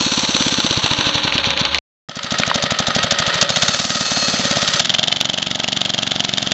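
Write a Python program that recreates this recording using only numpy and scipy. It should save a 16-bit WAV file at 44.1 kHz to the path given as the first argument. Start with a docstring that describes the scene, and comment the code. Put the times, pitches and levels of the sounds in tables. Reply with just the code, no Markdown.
"""Open street between house fronts: a mini bike with a small single-cylinder four-stroke, one small microphone.
It is heard from the side as it runs down and stalls, after a silent gap from behind at idle and revving against
the clutch, then riding off. Direct sound comes first, the echoes from 8 ms on.
Each firing is a hissing blow-down of shaped noise, a pipe pop of decaying waves with a crack, and a valve clatter;
filtered noise makes the running gear, the clutch drum and the frame hum, and short ticks make the loose metal."""
import sys
import numpy as np
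from scipy import signal
from scipy.fft import rfft, irfft, next_fast_len
from scipy.io import wavfile

SR = 44100
rng = np.random.default_rng(int(sys.argv[2]) if len(sys.argv) > 2 else 0)


def inscribe(sig):
    """Save sig as 16-bit PCM at rate SR to the path in sys.argv[1].

    A 1-D sig is mono; a 2-D sig holds one channel per row.
    Samples are clipped to [-1, 1] before scaling.
    """
    pcm = np.round(np.clip(np.atleast_2d(sig).T, -1, 1) * 32767)
    wavfile.write(sys.argv[1], SR, pcm.astype(np.int16))


N = 287973
T = np.arange(N) / SR


def amp(db):
    """Decibels to gain."""
    return 10 ** (np.asarray(db) / 20)


def rms_one(x):
    """Scale to rms 1."""
    return x / np.sqrt(np.mean(x ** 2) + 1e-20)


def add(track, start_s, shape):
    """Mix a short shape into a track."""
    i = round(start_s * SR)
    shape = shape[max(-i, 0):max(N - i, 0)]
    track[max(i, 0):max(i, 0) + len(shape)] += shape


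def grainy(grain_db, rate_hz):
    """White noise whose level flickers fast, as turbulence and small contacts do; rms 1."""
    r = np.exp(-2 * np.pi * rate_hz / SR)
    flicker = rms_one(signal.lfilter([1], [1, -2 * r, r * r], rng.standard_normal(N)))
    return rms_one(rng.standard_normal(N) * amp(grain_db * flicker))


def ticks(per_s, spread_db):
    """Loose parts touch at random: sparse clicks of uneven size; rms 1."""
    sizes = amp(spread_db * np.minimum(rng.exponential(1, N), 4))
    signs = rng.choice([-1, 1], N)
    return rms_one(sizes * signs * (rng.random(N) < per_s / SR))


def resonate(x, hz, width_hz):
    """One resonance with gain 1 on top."""
    r = np.exp(-np.pi * width_hz / SR)
    feedback = [1, -2 * r * np.cos(2 * np.pi * hz / SR), r * r]
    return signal.lfilter(np.array([1, 0, -1]) * (1 - r * r) / 2, feedback, x)


def singing(hz, width_hz):
    """Noise twice through a narrow mode, its deepest fades evened out: a wavering tone of rms 1."""
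    tone = resonate(resonate(rng.standard_normal(N), hz, width_hz), hz, width_hz)
    envelope = np.abs(signal.hilbert(rms_one(tone), next_fast_len(N))[:N])
    return rms_one(tone / (envelope + 0.15))


def body(x, spectrum, modes=(), size=8192):
    """Causal (minimum-phase) filter of unit power gain from a spectrum and resonances."""
    hz = np.maximum(np.arange(size // 2 + 1) * SR / size, 1)
    points = np.array(spectrum)
    gain = amp(np.interp(np.log(hz), np.log(points[:, 0]), points[:, 1]))
    for centre_hz, width_hz, db in modes:
        gain = gain * (1 + (amp(db) - 1) / np.sqrt(1 + (2 * (hz - centre_hz) / width_hz) ** 2))
    # folding the cepstrum onto positive time gives the minimum-phase response
    cepstrum = irfft(np.log(gain + 1e-5))
    cepstrum[1:size // 2] *= 2
    cepstrum[size // 2 + 1:] = 0
    response = irfft(np.exp(rfft(cepstrum)))
    return signal.fftconvolve(x, response / np.sqrt(np.sum(response ** 2)))[:N]


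# Where the microphone hears the bike from: side, behind, riding off. Each row: start in seconds, end in seconds.
STANCES = [(0, 1.789), (2.087, 4.81), (4.81, 6.6)]


def during(stance):
    """True at the samples of one stance."""
    start, end = STANCES[stance]
    return (T >= start) & (T < end)


def fade_db(s):
    """The rise out of the silent gap: from 16.5 dB down, over 0.26 s."""
    since = s - STANCES[1][0]
    return -16.5 * np.clip(1 - since / 0.26, 0, 1) * (since >= 0)


# Crank speed, one curve for the run-down and one from the restart on; the first row of each is a firing.
# Each row: time in seconds, firings per second.
SPEED = [
    [(0.0097, 17.951), (0.5, 17.008), (0.82, 14.767), (1.16, 11.048), (1.6129, 6.376)],
    [(2.0956, 13.478), (2.7, 12.119), (3.32, 12.989), (3.4, 14.317), (3.48, 12.326), (3.56, 15.78),
     (3.82, 19.322), (4.54, 17.073), (4.78, 16.933), (4.88, 21.613), (5.14, 23.216), (6.14, 23.145),
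     (6.5189, 21.691)],
]


def speed():
    """Firings per second at every sample."""
    return np.interp(T, *np.transpose(np.concatenate(SPEED)))


# House fronts: return of the low part of the pops in dB, per stance; the echoes fall 60 dB in the T60.
STREET_DB, STREET_T60_S = [-25.5, -16.5, -7], 0.2


def street(pops):
    """House fronts return a short, dull cloud of echoes, the same for every pop."""
    t = np.arange(round(.2 * SR)) / SR
    cloud = rng.standard_normal(len(t)) * amp(-60 * t / STREET_T60_S) * (t > .008)
    dull = signal.lfilter(*signal.butter(1, [150, 400], "band", fs=SR), pops)
    return signal.fftconvolve(dull, cloud / np.sqrt(np.sum(cloud ** 2)))[:N]


# Tube frame modes. Each row: frequency in Hz, width in Hz, level in dB.
FRAME_MODES = [(71, 15, -5), (293.5, 2.4, 4.5), (553.7, 7.5, 5.5)]
# The frame hums as the engine slows. Each row, one per mode: onset in seconds,
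# level at the onset in dB relative to the mode's own, change in dB per second.
HUMS = [(1.1, -39, 13.5), (.9, -35.5, -18.5), (.9, -38.5, -8.5)]


def frame():
    """Low hums of the tube frame during the run-down, each a wavering narrow mode."""
    out = 0
    for (start, db, db_per_s), (hz, width_hz, mode_db) in zip(HUMS, FRAME_MODES):
        sets_in = np.clip((T - start) / 0.15, 0, 1) * (T < STANCES[0][1])
        level_db = mode_db + db + db_per_s * (T - start) * (sets_in > 0)
        out = out + sets_in * amp(level_db) * singing(hz, width_hz)
    return out


# Clutch drum modes. Each row: frequency in Hz, width in Hz, relative level in dB.
DRUM_MODES = [(2594, 10, -8), (4291, 10, 0), (6316, 10, -10), (6606, 22, -10)]
# Clutch shoes rub the drum lightly all the time: relative level in dB, per stance.
RUB_FLOOR_DB = [-35, -46.5, -48]
# The shoes bite and the drum squeals. Each row: peak time in seconds, relative level in dB,
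# rise time constant in seconds, fall time constant in seconds.
SQUEALS = [(0.0, -16, .02, .12), (3.54, -23, 0.028, 0.17), (3.739, -26.5, 0.065, 0.037),
           (4.08, -20.5, 0.078, 0.038), (4.16, -17.5, 0.015, 0.087), (4.24, -19, .04, .07),
           (4.4, -26.5, .06, 0.18), ]


def drum():
    """Rubbing shoes make the narrow modes of the clutch drum sing."""
    modes = sum(amp(db) * singing(hz, width_hz) for hz, width_hz, db in DRUM_MODES)
    rub = sum(amp(db) * during(k) for k, db in enumerate(RUB_FLOOR_DB))
    for s, db, rise_s, fall_s in SQUEALS:
        rub = rub + amp(db) * np.exp(-abs(T - s) / np.where(T < s, rise_s, fall_s))
    return modes * rub * amp(-6.0 + fade_db(T))


# Loose metal knocks. Each row: start in seconds, relative level in dB, main frequency in Hz.
KNOCKS = [(1.3235, -4.5, 2600), (1.3803, -1.5, 3400), (1.442, -4, 3200), (1.463, -19, 3210),
          (1.5045, -3.5, 3660), (1.5745, -2.5, 3250), (1.6068, -8, 3950), (1.6512, -1, 3440),
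          (1.7458, 1, 3500), (1.7564, -12.5, 3600), (1.7842, -5, 3600), (2.387, -4, 5460),
          (2.4342, 1.5, 2190), (2.514, -1, 1200)]


def knocks():
    """Loose metal: short noisy ticks, each a dying burst in a band about its own pitch."""
    out, t = np.zeros(N), np.arange(900) / SR
    for s, db, hz in KNOCKS:
        band = signal.butter(2, [hz / 1.7, hz * 1.25], "band", fs=SR)
        noise = rms_one(signal.lfilter(*band, rng.standard_normal(len(t))))
        add(out, s, amp(db - 2) * noise * np.exp(-t / 0.0018))
    return out


# How the engine works: under power at 0 s, throttle shut from 0.72, idling from 2.09, throttle opened against
# the clutch from 3.46, riding off from 4.85. Each row: time in seconds, pop level in dB, pop frequency in Hz,
# then relative levels in dB of low push, silencer bark, blow-down hiss, crack, valve clatter and running gear.
WORK = [(0.0, -16, 211, -38, -26, -23, -13, -18, -23), (0.64, -14, 210, -33, -25, -17.5, -28, -7.5, -21.5),
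        (0.72, -20.5, 225, -16, -23, -19.5, -13, -17, -21.5),
        (1.05, -20, 211, -17.5, -23.5, -18, -15, -9.5, -20),
        (1.78, -18, 177.2, -23, -26.5, -19, -23.5, -25.5, -20.5),
        (2.09, -15, 198, -27.5, -14, -12.5, -12, -9.5, -23),
        (2.65, -18, 188, -23.5, -13, -10.5, -14, -15.5, -24.5),
        (3.2, -21, 183, -22.5, -14, -8, -17, -18.5, -23),
        (3.38, -26, 175, -20, -26, -10.5, -22, -20.5, -18),
        (3.46, -21.5, 176, -29, -9.5, -7, -8, -27, -24.5),
        (3.65, -21.5, 172, -25, -18, -7.5, -14, -23.5, -22.5),
        (3.85, -22, 196, -31.5, -19.5, -14, -14.5, -30.5, -27.5),
        (4.25, -19, 199, -42, -17, -15, -15, -22.5, -22),
        (4.57, -18, 201, -27, -13, -15.5, -11.5, -32, -22),
        (4.78, -26, 157, -28, -28, -4, -26, -34.5, -21.5), (4.85, -24, 165, -43, -19, -10, -9, -27, -29),
        (5.1, -23.5, 176, -33, -21, -13, -10, -26.5, -30.5),
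        (5.3, -23, 179.3, -36, -21.5, -17, -10, -29.5, -33.5),
        (5.9, -22, 188, -33.5, -21.5, -15, -12, -44, -31), (6.53, -19.5, 197, -30, -21, -20, -8, -31, -30)]


def contacts(valve, lull):
    """Gear and valve parts touch: grainy noise and clicks, quieter in the lull, louder in the clatter."""
    work = np.array(WORK)
    gear = amp(np.interp(T, work[:, 0], work[:, -1]) + fade_db(T) - 1.0)
    touching = grainy(grain_db=2.0, rate_hz=84) + amp(-3.5) * ticks(per_s=900, spread_db=2.0)
    return (gear * np.clip(1 - lull, 0, 1) + valve) * touching


# Colour of the running gear, one list per stance. Each row: frequency in Hz, relative level in dB per Hz.
GEAR_COLOUR = [
    [(15, -46.5), (25, -23), (149, -7.5), (280, -9.5), (433, -13.5), (551, -10.5), (755, -14),
     (1010, -15.5), (1980, -9), (3900, 5), (4970, -2.5), (5480, -7), (6330, -20), (7320, -22), (8060, 3),
     (10500, -64.5), (17700, -120)],
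    [(15, -57), (25, -35.5), (161, 3.5), (231, -5), (366, -6.5), (579, -5), (938, -4.5), (1140, -5),
     (1280, 2.5), (1940, -6), (2350, -4), (3720, 2), (6640, -20), (7500, -12.5), (8060, 5), (10500, -62),
     (17700, -120)],
    [(15, -49), (25, -21), (186, 1.5), (261, 0), (357, -5.5), (489, -11.5), (622, -5), (985, -12.5),
     (1640, -6.5), (2350, -13.5), (3220, 1), (5340, -16), (6330, -19.5), (7320, -18.5), (8060, -27.5),
     (10500, -53), (17700, -120)],
]
# Casing resonances that face the microphone, one list per stance.
# Each row: frequency in Hz, width in Hz, dB over the gear colour.
CASING = [
    [(545, 80, 7), (864, 27, 11), (1026, 92, 10.5), (1200, 52, 7), (1380, 23, 5.5), (1540, 58, 8),
     (1833, 36, 3), (5000, 1230, -20.5), (6060, 29, 15.5)],
    [(567, 17, 12), (620, 86, 6), (1261, 27, 7.5), (1880, 58, 13), (3150, 160, 3.5), (4580, 27, 6.5),
     (6160, 30, 15.5)],
    [(1277, 27, 11), (2200, 92, 6.5)],
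]
# Treble of the gear, one row per stance. Each row: dB relative to the part below 5.1 kHz at 15 firings
# per second, dB more per firing per second.
TREBLE = [(1, 2.07), (-3, 2.5), (-5, -1)]


def running_gear(metal, stance):
    """Contacts ring through the casing; the treble rises or falls with crank speed."""
    rattle = body(metal, GEAR_COLOUR[stance], CASING[stance])
    low, high = (signal.sosfilt(signal.butter(8, 5100, side, fs=SR, output="sos"), rattle)
                 for side in ("low", "high"))
    at_15_db, db_per_speed = TREBLE[stance]
    treble = amp(at_15_db + db_per_speed * (speed() - 15))
    return low + high * treble * np.std(low) / np.std(high)


# Colour of the exhaust gas, one list per stance. Each row: frequency in Hz, relative level in dB per Hz.
GAS_COLOUR = [
    [(410, -54.5), (700, -23), (760, -30), (1000, 4), (1110, -10.5), (1520, -5), (2030, -22.5),
     (2290, -4.5), (3900, 4), (4410, 2.5), (4980, -13.5), (5870, -3.5), (8060, -24.5), (10500, -52),
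     (17700, -120)],
    [(410, -43.5), (700, -2), (932, -13.5), (1030, -11.5), (1270, -5.5), (1620, -6), (1930, -6.5),
     (2460, -8.5), (3740, 1), (4060, -4), (6640, -6.5), (7660, -11), (8060, 3.5), (10500, -74),
     (17700, -120)],
    [(410, -34.5), (700, -13.5), (1080, -18), (1250, -14), (2180, -10.5), (2360, -15.5), (3110, -0.5),
     (3590, -1.5), (3980, -8), (5580, -14), (6710, -13.5), (7500, -20.5), (8060, -4.5), (10500, -67),
     (17700, -120)],
]


def exhaust_gas(jet, stance):
    """Turbulent gas hisses, coloured by the side that faces the microphone."""
    return body(jet, GAS_COLOUR[stance])


# Exhaust pipe, one row per stance. Each row: low push in Hz, lasting ring in Hz, ring width in Hz,
# ring level in dB, intake gulp in dB relative to the bark.
PIPE = [(104, 350, 60, -1, -14), (103, 180, 200, -18.5, -20.5), (115, 160, 15, -13, -4.5)]
# Pipe overtones that keep sounding under load: frequencies in Hz, width in Hz, relative levels in dB.
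DRONE_HZ, DRONE_WIDTH_HZ, DRONE_DB = [254, 625, 710], 9, [6, 8, 10]


def pipe_ring(pops, stance):
    """Pops set the pipe ringing; in the last stance the hot pipe sustains its overtones between firings."""
    _, ring_hz, width_hz, ring_db, _ = PIPE[stance]
    ring = amp(ring_db) * resonate(pops, ring_hz, width_hz)
    if stance == len(STANCES) - 1:
        for hz, db in zip(DRONE_HZ, DRONE_DB):
            ring += amp(db - 7.0) * resonate(pops, hz, DRONE_WIDTH_HZ)
    return ring


# Firings that stand out or half fail. Each row: time in seconds, pop and bark in dB over their neighbours,
# gas in dB over its neighbours.
ODD_FIRINGS = [(.234, -3.5, -1.5), (.349, -0.5, 2.5), (.524, -1.5, -4), (2.248, -3.5, -2),
               (2.481, -7.5, -5), (2.964, 3.5, 1), (3.356, -12, -0.5), (3.426, 3.5, 5), (3.57, -1, -2.5),
               (3.632, 1, 3.5), (3.691, 2.5, 2.5), (3.746, -10, 0), (4.064, -13, -3), (4.228, -4, -5),
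               (4.339, 0.5, -4), (4.688, -3.5, 1), (4.805, 0.5, 3.5), (4.856, -7.5, -0.5), (4.994, 4.5, 0),
               (5.169, -4.5, -3.5), (6.205, 1, 0.5), (6.249, -1.5, 2)]
# Scatter from firing to firing in dB, in order: pop, push, bark, hiss, crack, valve.
SCATTER_DB = [0.7, 1.3, 1.7, 1.2, 1.2, 3.2]
LONGEST_CYCLE_S = .15


def firings():
    """One row per firing, timed by the crank, each a little stronger or weaker; its cycle length and luck."""
    times = []
    for curve in SPEED:
        running = (T >= curve[0][0]) & (T < curve[-1][0] + .01)
        turns = np.cumsum(speed()[running]) / SR
        times += list(np.interp(np.arange(int(turns[-1]) + 1), turns, T[running]))
    s = np.array(times)
    work = np.array(WORK)
    rows = np.array([s] + [np.interp(s, work[:, 0], column) for column in work.T[1:8]]).T
    levels = [1, 3, 4, 5, 6, 7]  # every column but time and pop frequency
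    rows[:, levels] += fade_db(s)[:, None] + SCATTER_DB * rng.standard_normal((len(rows), len(levels)))
    for odd_s, pop_db, gas_db in ODD_FIRINGS:
        row = rows[np.argmin(abs(s - odd_s))]
        row[[1, 4]] += pop_db
        row[[5, 6]] += gas_db
    cycle = np.minimum(np.diff(s, append=2 * s[-1] - s[-2]), LONGEST_CYCLE_S)
    return rows, cycle, rng.standard_normal(len(s))


def swell(length_s, rise_s, fall_s, sag_s=1):
    """Gas flow through a valve: quick rise, a sagging hold and an exponential fall."""
    t = np.arange(round((length_s + 6 * fall_s) * SR)) / SR
    return (1 - np.exp(-t / rise_s)) * np.exp(-t / sag_s - np.maximum(t - length_s, 0) / fall_s)


def wave(hz, cycles, glide=0):
    """A pressure puff ringing in the pipe: small crest, deep trough three quarters of a cycle in, dying swings."""
    turn = np.arange(round(6 * SR / hz)) * hz / SR
    phase = turn + glide * ((turn - 2 * cycles) ** 2 - (.75 - 2 * cycles) ** 2) / 2
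    envelope = (turn / cycles) ** 2 * np.exp(2 - turn / cycles) / 4
    return np.sin(2 * np.pi * phase) * envelope


# Exhaust timing at the usual cycle, one row per stance. Each row: blow-down lead before the pop in ms,
# blow-down length in ms, crack decay in ms, pop envelope in cycles, bark frequency in Hz.
TIMING = [(12.6, 11, 2.5, 0.48, 470), (16.1, 16, 3.6, 0.49, 637), (10.7, 7.8, 2.64, 0.21, 646)]
# Cycle length at which the exhaust timing holds, in seconds, per stance.
USUAL_CYCLE_S = [.06, .075, .043]
# The blow-down hiss sets in this fast and fades this fast after its first spit, both in ms, per stance.
RISE_MS = [4.0, 1.53, 1]
SAG_MS = [68, 8.35, 9.5]
# The pop rises in pitch as the pipe empties: glide in cycles per cycle squared, per stance.
GLIDE = [0.33, 0.3, 0.05]
# Valve clatter, one row per stance. Each row: start as a share of the cycle, length as a share of the cycle.
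VALVE = [(.22, 0.1), (0.19, 0.19), (0.17, .25)]
# The gear quietens by this share past the middle of each cycle, per stance.
LULL = [0.54, 0.33, .2]


def engine():
    """Pops as pressure waves; envelopes of gas hiss, valve clatter and the lull of the gear in each cycle."""
    pops, gas, valve, lull = np.zeros((4, N))
    for row, cycle, luck in zip(*firings()):
        s, pop_db, hz, push_db, bark_db, blow_db, crack_db, valve_db = row
        k = sum(s > end for _, end in STANCES)
        lead_ms, hold_ms, crack_ms, cycles, bark_hz = TIMING[k]
        push_hz, _, _, _, gulp_db = PIPE[k]
        # a slower crank opens the valve earlier and longer
        slower = (cycle / USUAL_CYCLE_S[k]) ** 0.8
        lead_s, hold_s = lead_ms * slower / 1000, hold_ms * slower / 1000

        # the trough of the pop falls just before the firing time
        add(pops, s - .92 / hz, amp(pop_db + 3.0) * wave(hz, cycles, GLIDE[k]))
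        add(pops, s - 0.86 / push_hz, amp(push_db - 1.5) * wave(push_hz, 0.39, 0.76))
        add(pops, s - 1.82 / bark_hz, amp(bark_db + 2.0) * wave(bark_hz, 0.53))
        # the intake gulps half a cycle later
        add(pops, s + 0.52 * cycle, amp(bark_db + gulp_db + 2.0 * luck) * wave(800, 0.55))

        blow_down = swell(hold_s, RISE_MS[k] / 1000, 0.0028, SAG_MS[k] / 1000)
        add(gas, s - lead_s, amp(blow_db + 2.4) * blow_down)
        add(gas, s - .0021, amp(crack_db) * swell(0.0017, 0.000063, crack_ms / 1000))

        start, length = VALVE[k]
        add(valve, s + start * cycle, amp(valve_db - 6.5) * np.hanning(round(length * cycle * SR)))
        add(lull, s + 0.5 * cycle, LULL[k] * np.hanning(round(0.19 * cycle * SR)))
    return pops, gas, valve, lull


def scene():
    """The same machine, coloured by the side that faces the microphone in each stance."""
    pops, gas, valve, lull = engine()
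    jet = gas * grainy(grain_db=3.0, rate_hz=1400)
    metal = contacts(valve, lull)
    echoes = street(pops)
    shared = frame() + drum() + knocks() + pops
    out = np.zeros(N)
    for k in range(len(STANCES)):
        heard = shared + amp(STREET_DB[k]) * echoes
        heard += running_gear(metal, k) + exhaust_gas(jet, k) + pipe_ring(pops, k)
        out += during(k) * heard
    return out[None]


def record(dry):
    """The small microphone loses the deepest bass; a soft overload rounds peaks, then 8.4 kHz cuts the top."""
    thin = signal.lfilter(*signal.butter(1, 50, "high", fs=SR), dry)
    rounded = 1.1 * np.tanh(thin / 1.1)
    cut = signal.sosfilt(signal.cheby2(16, 75, 8400, fs=SR, output="sos"), rounded)
    return np.clip(cut, -1, 1)


dry = scene()
out = record(dry)
inscribe(out)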